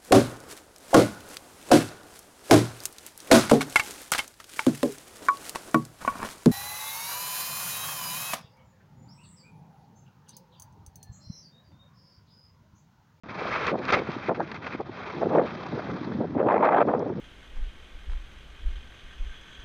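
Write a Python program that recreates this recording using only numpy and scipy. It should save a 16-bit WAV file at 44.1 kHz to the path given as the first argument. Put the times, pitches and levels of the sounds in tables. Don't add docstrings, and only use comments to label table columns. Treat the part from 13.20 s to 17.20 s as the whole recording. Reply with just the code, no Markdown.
import sys
import numpy as np
from scipy import signal
from scipy.io import wavfile
from scipy.ndimage import uniform_filter1d

SR = 44100
rng = np.random.default_rng(int(sys.argv[2]) if len(sys.argv) > 2 else 0)


def dump_mix(stems):
    frames = np.atleast_2d(stems).T
    limited = np.clip(frames, -1, 1)
    pcm = np.round(limited * 32767).astype(np.int16)
    wavfile.write(sys.argv[1], SR, pcm)


def ratio_of_db(decibels):
    return 10 ** (np.asarray(decibels, float) / 20)


N = 176400


def unit_power(x):
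    return x / np.sqrt(np.mean(x ** 2) + 1e-20)


def in_time(rows):
    return np.interp(np.arange(N) / SR, *np.transpose(rows))


def bandpass(x, order, low_hz, high_hz):
    return signal.sosfilt(signal.butter(order, [low_hz, high_hz], "band", fs=SR, output="sos"), x)


def drift(rate_hz):
    step = 20
    r = np.exp(-2 * np.pi * rate_hz * step / SR)
    slow = signal.lfilter([1], [1, -2 * r, r * r], rng.standard_normal(N // step + 2002))
    slow = unit_power(slow[2000:])
    return np.interp(np.arange(N) / step, np.arange(len(slow)), slow)


def swell(start, length, fall_s):
    t = np.arange(N) / SR - start
    rise = np.clip(t / (0.2 * length), 0, 1)
    return rise * np.exp(-np.maximum(t - length, 0) / fall_s)


def grains(per_s, spread_db):
    sizes = ratio_of_db(spread_db * np.minimum(rng.exponential(1, N), 4))
    sizes = sizes * rng.choice([-1, 1], N)
    return unit_power(sizes * (rng.random(N) < per_s / SR))


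def bands(source, gain_at, patchy_db, rate_hz):
    edges = 25 * 2 ** np.arange(0, 8.4, 1 / 3)
    out = 0
    for k, (low, high) in enumerate(zip(edges, edges[1:])):
        gain = gain_at(np.sqrt(low * high)) * ratio_of_db(patchy_db * drift(rate_hz))
        out = out + (-1) ** k * bandpass(source, 2, low, high) * gain
    return out


def colour(points):
    hz, db = np.transpose(points)
    return lambda f: ratio_of_db(np.interp(np.log(f), np.log(hz), db))


def hull():
    drum = bandpass(rng.standard_normal(N), 2, 74.4, 260)
    return ratio_of_db(-47 + 3.2 * drift(36)) * unit_power(drum)


# time in seconds, level in dB.
FLOW_LEVEL = [(0, -68.5), (.14, -59), (.3, -49.5), (.5, -74.5), (.54, -64.5), (.62, -58), (.93, -56.5),
              (1.12, -63.5), (1.4, -62), (1.58, -61), (1.635, -67.5), (1.72, -61.5), (1.93, -57),
              (2.61, -56), (2.85, -58.5), (3.11, -65), (3.5, -67), (4, -63)]
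# frequency in Hz, density in dB per Hz.
WATER_COLOUR = [(120, -40.5), (200, -29), (309, -29.5), (344, -5.5), (424, -8), (1050, -7), (3710, -23.5),
                (7300, -40.5), (9490, -72), (16100, -120)]


def water():
    level_trim_db, spray_db = 16.5, -17
    drops_per_s, ring_cycles, pitches = 70, 30, 12
    gain_at = colour(WATER_COLOUR)
    rush = bands(rng.standard_normal(N), gain_at, patchy_db=1.8, rate_hz=20)
    rush = rush * ratio_of_db(2.0 * drift(60))
    clicks = grains(drops_per_s, spread_db=3.0)
    dealt = rng.integers(0, pitches, N)
    spray = 0
    for k, hz in enumerate(np.geomspace(1200, 6000, pitches)):
        r = ratio_of_db(-60 * hz / ring_cycles / SR)
        turn = 2 * np.pi * hz / SR
        drops = clicks * (dealt == k) + 1e-18
        ring = signal.lfilter([np.sin(turn)], [1, -2 * r * np.cos(turn), r * r], drops)
        spray = spray + ring * gain_at(hz) * np.sqrt(hz)
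    flow = ratio_of_db(in_time(FLOW_LEVEL) + level_trim_db)
    return flow * (unit_power(rush) + ratio_of_db(spray_db) * unit_power(spray))


# crest in seconds, peak in dB, pitch in Hz.
STRONG_EDDIES = [(0.064, -38, 294), (0.221, -38, 645), (0.255, -24.5, 660), (0.481, -17.5, 1120),
                 (0.518, -19.5, 392), (0.53, -27, 353), (0.543, -19, 633), (0.555, -22.5, 347),
                 (0.594, -27, 376), (0.601, -23.5, 398), (0.683, -20.5, 1470), (0.734, -16.5, 1090),
                 (0.74, -14, 1230), (0.771, -17.5, 735), (0.82, -21.5, 417), (0.89, -30, 364),
                 (0.966, -23.5, 320), (1.087, -15.5, 385), (1.094, -14, 596), (1.099, -21, 464),
                 (1.198, -17, 562), (1.205, -14.5, 770), (1.213, -21.5, 540), (1.319, -30, 1580),
                 (1.479, -30, 1000), (1.55, -24.5, 300), (1.605, -24, 420), (1.614, -27, 500),
                 (1.696, -28, 330), (1.94, -33, 400), (1.984, -28, 290), (2.017, -24, 400),
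                 (2.027, -15.5, 730), (2.032, -13.5, 550), (2.059, -17, 490), (2.07, -14, 387),
                 (2.151, -6.5, 483), (2.157, -20, 500), (2.185, -11.5, 620), (2.197, -8, 530),
                 (2.215, -14.5, 650), (2.578, -22, 390), (2.595, -22, 720), (2.693, -25, 332),
                 (2.875, -30.5, 318), (2.955, -23, 260), (3.01, -17.5, 340), (3.052, -24, 370)]
# crest in seconds, peak in dB, pitch in Hz.
CLOSING_EDDIES = [(3.153, -25.5, 396), (3.168, -14, 280), (3.203, -11, 440), (3.214, -13, 510),
                  (3.229, -14.5, 556), (3.243, -29, 530), (3.265, -10, 350), (3.288, -11.5, 740),
                  (3.3, -20, 760), (3.31, -9, 754), (3.321, -12, 690), (3.328, -13, 750),
                  (3.343, -6.5, 650), (3.363, -12, 430), (3.38, -11.5, 846), (3.402, -28, 516),
                  (3.409, -20, 493), (3.446, -16, 634), (3.453, -19, 806), (3.481, -9, 750),
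                  (3.49, -9.5, 770), (3.522, -19, 870), (3.53, -13.5, 680), (3.546, -10, 700),
                  (3.563, -8.5, 745), (3.584, -21, 610), (3.606, -12, 573), (3.616, -2.5, 604),
                  (3.625, -11, 564), (3.654, -23, 317), (3.68, -14, 375), (3.687, -16.5, 570),
                  (3.695, -22.5, 600), (3.738, -8, 660), (3.75, -12.5, 460), (3.755, -19.5, 480),
                  (3.799, -28, 400), (3.828, -19, 420), (3.865, -19.5, 290), (3.901, -17.5, 316)]


def strong_eddies():
    rise_cycles, fall_cycles = 0.9, 1.3
    edge_db, push_db, push_share = -11, -16.5, 0.35
    rows = [*STRONG_EDDIES, *CLOSING_EDDIES]
    out, t = np.zeros(N + 2000), np.arange(-1000, 1000) / SR
    chance = rng.random((len(rows), 3))
    for (s, db, hz), (phase, edge_phase, ratio) in zip(rows, chance):
        turns = t * hz / np.where(t < 0, rise_cycles, fall_cycles)
        body = np.exp(-turns ** 2) * np.sin(2 * np.pi * (hz * t + phase))
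        edge_hz, push_hz = (1.64 + ratio) * hz, push_share * hz
        edge = np.exp(-(2 * turns) ** 2) * np.sin(2 * np.pi * (edge_hz * t + edge_phase))
        push = np.exp(-(push_share * turns) ** 2) * np.sin(2 * np.pi * (push_hz * t + edge_phase))
        eddy = body + ratio_of_db(push_db) * push + ratio_of_db(edge_db) * edge
        out[int(s * SR):][:2000] += ratio_of_db(db) * eddy
    return ratio_of_db(1) * out[1000:N + 1000]


# time in seconds, level in dB.
BREEZE_LEVEL = [(0.0, -85), (0.11, -49), (0.28, -49), (0.65, -37.5), (1.37, -46), (1.9, -49), (2.13, -27.5),
                (2.27, -39.5), (2.46, -38), (3.05, -35), (3.38, -25), (3.69, -27), (3.9, -36.5), (4.0, -25)]
# start in seconds, length in seconds, level in dB, corner in Hz.
GUST_ROWS = [(0.212, 0.007, -25, 700), (0.522, 0.039, -23.5, 556), (0.576, 0.038, -31.5, 583),
             (0.752, 0.05, -26, 556), (0.886, 0.0094, -26, 470), (1.087, 0.034, -20.5, 787),
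             (1.119, 0.015, -29, 600), (1.166, 0.065, -33, 500), (1.196, .022, -27.5, 1000),
             (1.593, 0.014, -29.5, 645), (1.929, 0.16, -31.5, 365), (2.011, 0.032, -26, 750),
             (2.035, 0.024, -26, 457), (2.099, 0.064, -20, 690), (2.142, 0.061, -18.5, 746),
             (2.207, 0.053, -27.5, 617), (2.512, 0.053, -30, 434), (2.587, 0.029, -39.5, 910),
             (2.685, 0.086, -29.5, 340), (2.757, 0.12, -41.5, 330), (2.866, 0.15, -29.5, 336),
             (2.992, 0.055, -28, 612), (3.132, 0.13, -27, 520), (3.173, 0.042, -24.5, 980),
             (3.217, 0.099, -24.5, 725), (3.267, 0.1017, -20, 1110), (3.377, 0.086, -21.5, 970),
             (3.419, 0.053, -16, 1270), (3.474, 0.025, -21.5, 1040), (3.5, 0.055, -17, 1070),
             (3.563, 0.024, -15.5, 1160), (3.58, 0.049, -20.5, 1110), (3.679, 0.038, -22.5, 900),
             (3.723, 0.033, -27.5, 1000), (3.63, 0.046, -26, 510), (3.747, 0.082, -25.5, 620),
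             (3.815, 0.092, -31.5, 574), (3.874, 0.052, -36, 550)]


def wind():
    slope, low_share = 3.28, 0.42
    power = ratio_of_db(2 * (in_time(BREEZE_LEVEL) - 1))
    corner = power * 300
    for s, length, db, hz in GUST_ROWS:
        gust = (ratio_of_db(db) * swell(s, length, fall_s=0.006)) ** 2
        power = power + gust
        corner = corner + gust * hz
    strong = strong_eddies()
    strong_power = uniform_filter1d(strong ** 2, size=200).clip(0)
    crest = np.tanh(np.sqrt(strong_power / power))
    corner = corner / power * ratio_of_db(2.5 * (crest - 0.35) + 0.63 * drift(81))
    power = power * ratio_of_db(2 * 4 * (crest - 0.4259))
    lumps = ratio_of_db(0.8 * drift(35) + 1.2 * drift(110))
    eddies = unit_power(0.6 * grains(900, spread_db=2.5) + rng.standard_normal(N))

    def gust_shape(f):
        highs = 1 + (f / corner) ** (2 * slope)
        lows = 1 + (low_share * corner / f) ** 3.5
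        return np.sqrt(SR / 2 / corner / highs / lows)

    buffet = bands(eddies, gust_shape, patchy_db=-2.0, rate_hz=6.7)
    buffet = np.sqrt(power) * unit_power(lumps) * buffet
    return bandpass(buffet + strong, 3, 94.5, 3240)


# start in seconds, length in seconds, level in dB.
SHAKE_ROWS = [(0.083, .03, -38.5), (0.159, 0.16, -35), (0.293, 0.21, -30.5), (0.31, 0.017, -33),
              (0.353, 0.0098, -28), (0.461, 0.027, -24), (.49, .026, -30.5), (0.575, 0.019, -41.5),
              (0.62, 0.091, -38), (0.65, .005, -44.5), (0.682, 0.024, -24), (0.719, 0.03, -16),
              (0.756, 0.037, -30), (0.832, 0.11, -40), (0.952, 0.06, -48), (1.012, 0.041, -40),
              (1.056, 0.035, -34.5), (1.144, 0.018, -38), (1.227, 0.09, -47.5), (1.314, 0.004, -36.5),
              (1.339, 0.025, -37), (1.416, 0.039, -38.5), (1.461, 0.017, -34.5), (1.545, 0.0065, -41.5),
              (1.498, 0.052, -37.5), (1.724, 0.19, -43), (2.25, 0.06, -41.5), (2.594, 0.0082, -42.5)]
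# frequency in Hz, density in dB per Hz.
CLOTH_COLOUR = [(250, -10), (450, -3.5), (800, -9.5), (1300, 0.5), (1750, -11), (2250, -4.5), (3000, -15.5),
                (7300, -37)]


def sail():
    power = 0
    for s, length, db in SHAKE_ROWS:
        power = power + (ratio_of_db(db) * swell(s, length, fall_s=0.008)) ** 2
    creases = unit_power(0.6 * grains(2500, spread_db=4.0) + rng.standard_normal(N))
    cloth = bands(creases, colour(CLOTH_COLOUR), patchy_db=0.8, rate_hz=40)
    cloth = cloth * ratio_of_db(1.8 * drift(60))
    return np.sqrt(power) * unit_power(cloth)


# time in seconds, peak in dB, pitch in Hz.
SNAP_ROWS = [(0.0918, -60, 4160), (0.382, -44, 4350), (0.4688, -16, 4220), (0.591, -37, 4260),
             (.653, -25.5, 3800), (0.6828, -27, 4330), (.711, -29, 4200), (.74, -23.5, 4370),
             (0.7244, -12, 3870), (0.9183, -32.5, 3700), (1.1922, -48, 4370), (1.2032, -35, 4200),
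             (1.3164, -31, 4400), (1.3453, -38.5, 4620), (1.5078, -47.5, 4400), (1.6088, -39, 4600),
             (1.7722, -49, 3900), (2.0924, -47, 4380), (2.17, -36, 4160), (2.4879, -37.5, 3800),
             (2.5551, -44, 3810), (2.7855, -50, 3900), (3.2866, -44, 3600), (3.325, -43, 3700),
             (3.3807, -45, 3850), (3.453, -34, 4000), (3.517, -47, 3700), (3.566, -48.5, 3800),
             (3.6124, -41.5, 3800), (3.625, -46, 4200), (3.7479, -40, 4300), (3.758, -51, 5300),
             (3.7938, -36, 5100)]


def snaps():
    out, t = np.zeros(N + 2000), np.arange(2000) / SR
    for s, db, hz in SNAP_ROWS:
        ring = np.sin(2 * np.pi * hz * t) + rng.standard_normal(2000)
        out[int(s * SR):][:2000] += ratio_of_db(db - 60 * t * hz / 11) * ring
    return out[:N]


def scene():
    return (hull() + water() + wind() + sail() + snaps())[None]


def low_pass(x):
    return signal.sosfilt(signal.butter(12, 7480, fs=SR, output="sos"), x)


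def record(dry):
    duck_from_db, duck_share, recover_db_per_s = -32, 0.22, 120.5
    overload, start_s = 0.6, 0.035
    x = signal.lfilter(*signal.iirnotch(2890, 9, SR), dry[0])
    level_db = 10 * np.log10(uniform_filter1d(x ** 2, size=441) + 1e-12)
    over_db = np.maximum(level_db - duck_from_db, 0)
    ramp = recover_db_per_s * np.arange(N) / SR
    duck_db = np.maximum.accumulate(duck_share * over_db + ramp) - ramp
    duck_db = uniform_filter1d(duck_db, size=221)
    x = overload * np.tanh(x * ratio_of_db(-duck_db) / overload)
    x = signal.sosfilt(signal.butter(8, 6160, fs=SR, output="sos"), x)
    x = signal.sosfilt(signal.butter(2, 57, "high", fs=SR, output="sos"), x)
    started = np.arange(N) > start_s * SR
    return low_pass((x * started)[None])


dry = scene()
out = record(dry)
dump_mix(out)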